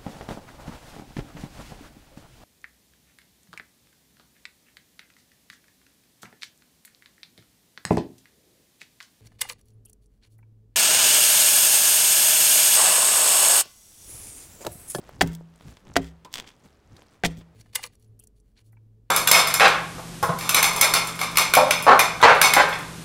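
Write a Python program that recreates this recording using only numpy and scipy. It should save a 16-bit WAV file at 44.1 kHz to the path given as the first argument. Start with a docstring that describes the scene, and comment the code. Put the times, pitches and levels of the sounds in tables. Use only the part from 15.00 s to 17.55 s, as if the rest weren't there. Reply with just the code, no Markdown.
"""Outdoors among trees, in still air, one microphone close to a felled log. An axe chops bark off it
three times: each chop is a quick run of fractures as the blade sinks in, a short clack and the low ring
of the log. Chips scatter and the trees answer faintly from farther off. After the second chop the blade
is levered out and the bark crackles. Boots and a jacket shift between the swings."""
import sys
import numpy as np
from scipy import signal
from scipy.fft import rfft, irfft, next_fast_len
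from scipy.io import wavfile
from scipy.ndimage import uniform_filter1d

SR = 44100
rng = np.random.default_rng(int(sys.argv[2]) if len(sys.argv) > 2 else 0)


def materialize(psi):
    """Save the field psi as 16-bit PCM at rate SR to the path in sys.argv[1].

    A 1-D psi becomes a single channel; in a 2-D psi each row is a channel.
    """
    bounded = np.clip(np.atleast_2d(psi).T, -1, 1)
    quanta = np.round(bounded * 32767).astype(np.int16)
    wavfile.write(sys.argv[1], SR, quanta)


N = 112454


def amp(db):
    """Decibels to gain."""
    return 10 ** (np.asarray(db) / 20)


def unit(x):
    """Scale to rms 1."""
    return x / np.sqrt(np.mean(x ** 2) + 1e-20)


def along(points, hz):
    """Interpolate (Hz, value) points on a log frequency axis."""
    freqs, values = np.transpose(points)
    return np.interp(np.log(hz + 1), np.log(freqs + 1), values)


def coloured(x, spectrum, tilt_db=0, size=4096):
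    """x through a causal filter of energy 1 with the given spectrum and tilt per octave."""
    hz = np.fft.rfftfreq(size, 1 / SR)
    cepstrum = irfft(np.log(amp(along(spectrum, hz) + tilt_db * np.log2(hz + 20))))
    cepstrum[1:size // 2] *= 2  # minimum phase keeps attacks sharp
    cepstrum[size // 2 + 1:] = 0
    response = irfft(np.exp(rfft(cepstrum)))
    return signal.fftconvolve(x, response / np.linalg.norm(response))[:len(x)]


def grit(count, spiky_db):
    """Noise of rms 1 that comes in tiny clumps of uneven strength."""
    clumps = np.repeat(np.clip(rng.standard_normal(count), -3, 2.5), 16)[:count]
    return unit(rng.standard_normal(count) * amp(spiky_db * clumps))


def ring(start, hz, db, t60, rise):
    """One damped mode, struck at the start time."""
    t = np.maximum(np.arange(N) / SR - start, 0)
    return amp(db - 60 * t / t60) * (1 - np.exp(-t / rise)) * np.sin(2 * np.pi * hz * t)


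def buzz(start, hz, db, t60, q, size=8192):
    """A brief rough ring: dying noise through one resonance."""
    out = np.zeros(N + size)
    shape = amp(-60 * np.arange(size) / SR / t60)
    sound = signal.lfilter(*signal.iirpeak(hz, q, SR), shape * rng.standard_normal(size))
    out[round(start * SR):][:size] = amp(db) * sound * np.linalg.norm(shape) / np.linalg.norm(sound)
    return out[:N]


def cracks(rows, spectrum, rise, spiky_db, size=4096):
    """Short bursts of gritty noise, each evened out, coloured and given a set energy."""
    out, t = np.zeros(N + size), np.arange(size) / SR
    for start, db, t60, tilt_db in rows:
        shape = (1 - np.exp(-t / rise)) * amp(-60 * t / t60)
        bins = rfft(shape * grit(size, spiky_db))
        even = irfft(bins / (np.abs(bins) + 1e-12)) * np.sqrt(shape)
        burst = coloured(even, spectrum, tilt_db)
        out[round(start * SR):][:size] += amp(db) * burst * np.linalg.norm(shape) / np.linalg.norm(burst)
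    return out[:N]


def swells(rows, spectrum, spiky_db):
    """Grainy noise that rises and falls by 20 dB in the given times."""
    out, t = np.zeros(N), np.arange(N) / SR
    for peak, db, rise, fall, tilt_db in rows:
        shape = amp(-20 * np.maximum((peak - t) / rise, (t - peak) / fall))
        sound = coloured(shape * grit(N, spiky_db), spectrum, tilt_db)
        out += amp(db) * sound * np.linalg.norm(shape) / np.linalg.norm(sound)
    return out


# The air all around. Each row: frequency in Hz, relative level in dB.
AIR_SPECTRUM = [(20, -11.5), (70, 1.5), (150, -6), (400, -10), (1000, -17), (3000, -26), (8000, -36.5),
                (15500, -44)]

def still_air(level_db=-61):
    """The outdoors lies under everything as a faint, steady, low noise."""
    return amp(level_db) * unit(coloured(rng.standard_normal(N), AIR_SPECTRUM))


def echo(x, decay, delay_s, reach_s):
    """A diffuse answer in which each frequency dies at its own speed, fading fast beyond its reach."""
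    hz, t, bins = signal.stft(rng.standard_normal(SR // 2), SR, nperseg=256)
    fade = amp(-60 * t / along(decay, hz)[:, None]) / (1 + (t / reach_s) ** 10)
    tail = signal.istft(bins * fade, SR, nperseg=256)[1]
    delayed = np.pad(x, (round(delay_s * SR), 0))
    return signal.fftconvolve(delayed, tail / np.linalg.norm(tail))[:N]


# Echoes from near the log and from the trees. Each row: frequency in Hz, time to fall 60 dB (t60) in seconds.
NEARBY_DECAY = [(100, 0.11), (3000, 0.12), (15000, 0.073)]
TREE_DECAY = [(100, 1), (2500, 0.26), (15000, 0.079)]

def surroundings(sound):
    """Close reflections reach the microphone first; the trees answer later and more faintly."""
    nearby = amp(-20) * echo(sound, NEARBY_DECAY, delay_s=0.004, reach_s=0.1)
    trees = amp(-29.5) * echo(sound, TREE_DECAY, delay_s=0.049, reach_s=0.37)
    return nearby + trees


def litter(movement, per_second=81, median_hz=6000, base_db=-50, count=700, size=512):
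    """Tiny soft ticks of dry litter, each with its own pitch, louder while the worker moves."""
    power = np.abs(uniform_filter1d(movement ** 2, size=2048))
    effort = np.sqrt(unit(np.sqrt(power)))
    out, t = np.zeros(N + size), np.arange(size) / SR
    times = np.cumsum(rng.exponential(1 / per_second, count))
    for start, (pitch, weight) in zip(times[times < N / SR], rng.standard_normal((count, 2))):
        at = int(start * SR)
        hz = min(median_hz * 2 ** (pitch / 2), SR / 4)
        age = t * hz / 1.5  # a tick peaks after 1.5 cycles
        tick = (age * np.exp(1 - age)) ** 2 * np.sin(2 * np.pi * hz * t)
        out[at:at + size] += amp(base_db) * np.tanh(weight) * effort[at] * tick
    return out[:N]


# Jacket rustles beside the log, and thuds of boots and of the log's bed. Each row: peak time in seconds,
# level in dB, rise and fall in seconds, treble tilt in dB per octave.
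JACKET_RUSTLES = [(.12, -54, 0.82, 0.15, -2.5), (.69, -54, 0.2, .17, -0.5), (.89, -52.5, 0.092, 0.13, -3.5),
                  (1.66, -60.5, 0.18, 0.13, -0.5), (1.975, -55, 0.14, 0.17, -2.5),
                  (2.14, -60, 0.073, 0.066, -1)]
GROUND_THUDS = [(.125, -47, 0.087, 0.23, -4), (.238, -32, 0.061, 0.092, 6.5),
                (.29, -39.5, 0.022, 0.071, -9), (.668, -39, 0.041, 0.076, -2.5), (.9, -45, .1, 0.088, -1),
                (.995, -31, 0.036, 0.04, -4), (1.66, -49, 0.053, 0.025, 5.5),
                (1.925, -46.5, 0.074, 0.081, -2.5), (2.376, -38, 0.024, 0.033, 0.5)]
# The colours of cloth and ground. Each row: frequency in Hz, relative level in dB.
CLOTH_SPECTRUM = [(100, -12), (300, -4.5), (900, -5), (2500, -10.5), (7500, -15), (15000, -25)]
GROUND_SPECTRUM = [(20, -22.5), (55, -6.5), (130, -7), (200, -10.5), (400, -23), (4000, -94.5)]

def worker():
    """The jacket rubs, dry litter ticks along with it and the ground thuds dully."""
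    rustle = swells(JACKET_RUSTLES, CLOTH_SPECTRUM, spiky_db=7.0)
    return rustle + litter(rustle) + swells(GROUND_THUDS, GROUND_SPECTRUM, spiky_db=0.5)


# Small snaps of bark and falling chips. Each row: start in seconds, level in dB, t60 in seconds,
# treble tilt in dB per octave.
BARK_SNAPS = [(.0917, -51, 0.031, -9.5), (.2745, -23.5, 0.0051, 10), (.3500, -35, 0.022, 9),
              (.6085, -41, 0.02, -6), (.7692, -43.5, 0.019, -3), (.8688, -38, 0.016, -7.5),
              (1.0452, -49, 0.0073, -0.5), (1.2475, -47, 0.075, 2.5), (1.3278, -33.5, 0.0099, 8),
              (1.3399, -14, 0.0061, 2), (1.3560, -20.5, 0.0089, 0), (1.3603, -27, 0.0046, -2.5),
              (1.3718, -27, 0.0092, 0), (1.3812, -25.5, 0.0098, 0), (1.3860, -30.5, 0.018, -2.5),
              (1.3912, -27, 0.007, -7), (1.3988, -20.5, 0.0071, -.5), (1.4058, -41, .008, 5),
              (1.4893, -39, 0.011, -0.5), (2.0200, -43, 0.016, -5), (2.4090, -49.5, 0.08, -6)]
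# Tearing fibres and scattering crumbs. Each row: peak time in seconds, level in dB, rise and fall
# in seconds, treble tilt in dB per octave.
BARK_TEARS = [(.275, -54.5, 0.056, 0.13, 4), (.33, -51.5, 0.021, 0.034, 7.5),
              (1.06, -53.5, .09, 0.059, 2.5), (1.352, -42.5, 0.027, 0.067, 2.5),
              (1.392, -46, 0.07, 0.11, -6.5), (1.472, -49, 0.017, 0.062, -1),
              (2.39, -56.5, 0.054, 0.036, 5)]
# The colour of both. Each row: frequency in Hz, relative level in dB.
CHIP_SPECTRUM = [(60, -25), (200, -10.5), (1350, -6), (2000, -2), (3300, -3), (4100, -7), (4800, -4),
                 (8300, -9.5), (8800, -15), (15500, -22.5)]

def loose_bark(slab_hz=3430, slab_q=9, blade_hz=997, blade_q=13):
    """Bark crackles through the resonances of loose slab and blade; the blade knocks as it is levered."""
    snaps = cracks(BARK_SNAPS, CHIP_SPECTRUM, rise=0.00053, spiky_db=-1)
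    crunch = snaps + swells(BARK_TEARS, CHIP_SPECTRUM, spiky_db=8.5)
    slab = amp(3.5) * signal.lfilter(*signal.iirpeak(slab_hz, slab_q, SR), crunch)
    blade = amp(2.5) * signal.lfilter(*signal.iirpeak(blade_hz, blade_q, SR), crunch)
    knock = buzz(start=1.2475, hz=blade_hz, db=-44.5, t60=0.18, q=blade_q)
    return crunch + slab + blade + knock


# Splinters in the cut and underfoot. Each row: start in seconds, pitch in Hz, level in dB, t60 in seconds.
SPLINTER_BREAKS = [(.5595, 8410, -52, 0.009), (0.9386, 6040, -45, 0.012), (1.966, 4100, -47.5, 0.027),
                   (2.2490, 2016, -22, 0.035), (2.2526, 3180, -22, 0.037), (2.2615, 6320, -22.5, 0.021)]

def splinters():
    """Each splinter buzzes briefly around its own pitch as it lets go."""
    return sum(buzz(start, hz, db, t60, q=3.2) for start, hz, db, t60 in SPLINTER_BREAKS)


# Knocks on the log. Each row: start in seconds, level in dB, t60 in seconds, treble tilt in dB per octave.
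LOG_KNOCKS = [(.0917, -33.5, 0.02, 5), (.215, -25, 0.21, -2), (.409, -37.5, 0.024, -2.5),
              (.968, -29, 0.24, -1.5), (1.249, -47.5, 0.12, 0.5), (2.24, -26, 0.26, -3.5)]
# The colour of the wood. Each row: frequency in Hz, relative level in dB.
WOOD_SPECTRUM = [(100, -6), (220, -2), (450, 0), (750, -6.5), (1300, -16), (4000, -52.5)]

def wooden_knocks():
    """The wood knocks dully under the chops and the handling between them."""
    return cracks(LOG_KNOCKS, WOOD_SPECTRUM, rise=0.00033, spiky_db=-2, size=8192)


# Fractures in the cut, close to the microphone. Each row: start in seconds, level in dB, t60 in seconds,
# treble tilt in dB per octave.
BARK_FRACTURES = [(.2092, -14.5, 0.074, -1.5), (.2116, -13.5, 0.013, 4), (.2144, -9, .016, -1.5),
                  (.2195, -21.5, 0.041, 8), (.9570, -23.5, 0.048, -1.5), (.9643, -13.5, 0.042, -1),
                  (.9686, -16, 0.022, 4.5), (2.2360, -15, 0.014, -2.5), (2.2425, -26, 0.055, -0.5),
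                  (2.2484, -17, 0.025, 2), (2.2535, -25.5, 0.072, 4.5), (2.2565, -20.5, 0.015, -1.5),
                  (2.2620, -31, 0.021, 4.5)]
# The colour of breaking bark. Each row: frequency in Hz, relative level in dB.
BARK_SPECTRUM = [(100, -21.5), (300, -4), (800, -1), (1200, -5), (1900, 3), (2600, -5), (3300, -4.5),
                 (4200, -9), (7500, -14), (10000, -22.5), (15500, -31)]

def fractures():
    """Fibres break in a quick run as the blade sinks in."""
    return cracks(BARK_FRACTURES, BARK_SPECTRUM, rise=0.0001, spiky_db=4.0)


# The three blows. Each row: start in seconds, the log ring's rise in seconds and its t60 factor,
# the clack's rise in seconds and its t60 factor.
BLOWS = [(.2143, 0.008, 1.08, 0.00023, 0.57), (.9645, 0.0021, 1.08, 0.00051, 0.75),
         (2.2365, 0.025, 0.9, 0.0012, 1.28)]
# Modes of the log and of the axe in the cut. Each row: frequency in Hz, base t60 in seconds, then
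# levels in dB for blows 1, 2 and 3, since each spot excites them differently.
LOG_MODES = [(68.5, 0.52, -36.5, -31, -33), (165.6, 0.58, -21.5, -32, -25), (184, 0.08, -12.5, -37.5, -6),
             (270.2, 0.21, -24, -20, -23.5), (388, 0.18, -35, -25, -41), (698, .068, -31, -13, -5.5)]
CLACK_MODES = [(360, 0.064, -23.5, -17.5, -20.5), (750, 0.042, -6.5, -17, -17.5),
               (1090, 0.027, -15, -27, -31), (1523, 0.026, -27, -6.5, -17.5),
               (1860, 0.023, -3.5, -15.5, -40.5), (2004, 0.029, -24, -7, -20.5),
               (2280, 0.013, -28, -24.5, -14.5), (3350, 0.027, -12, -29, -34.5),
               (4600, 0.033, -17.5, -19.5, -33)]

def axe_blows():
    """The blade meets solid wood with a short clack, and the trunk rings in a few low modes."""
    out = np.zeros(N)
    for blow, (start, log_rise, log_length, clack_rise, clack_length) in enumerate(BLOWS):
        bodies = (LOG_MODES, log_rise, log_length), (CLACK_MODES, clack_rise, clack_length)
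        for modes, rise, length in bodies:
            for m, (hz, t60, *levels) in enumerate(modes):
                sense = (-1) ** m  # neighbouring modes swing in opposite sense
                out += sense * ring(start, hz, levels[blow], t60 * length, rise)
    return out


def scene():
    """At the microphone, in mono: air, the echoes of breaking bark, the worker and the chopping."""
    breaking = fractures() + splinters() + loose_bark()
    background = surroundings(breaking) + still_air()
    chopping = breaking + wooden_knocks() + axe_blows()
    return (background + worker() + chopping)[None]


def record(dry, top_hz=16100):
    """The recorder clips at full scale and keeps nothing above its band limit."""
    size = next_fast_len(N + SR // 2)
    passband = 1 / (1 + (np.fft.rfftfreq(size, 1 / SR) / top_hz) ** 90)
    clipped = np.clip(dry, -1, 1)
    return irfft(rfft(clipped, size) * passband, size)[..., :N]


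dry = scene()
out = record(dry)
materialize(out)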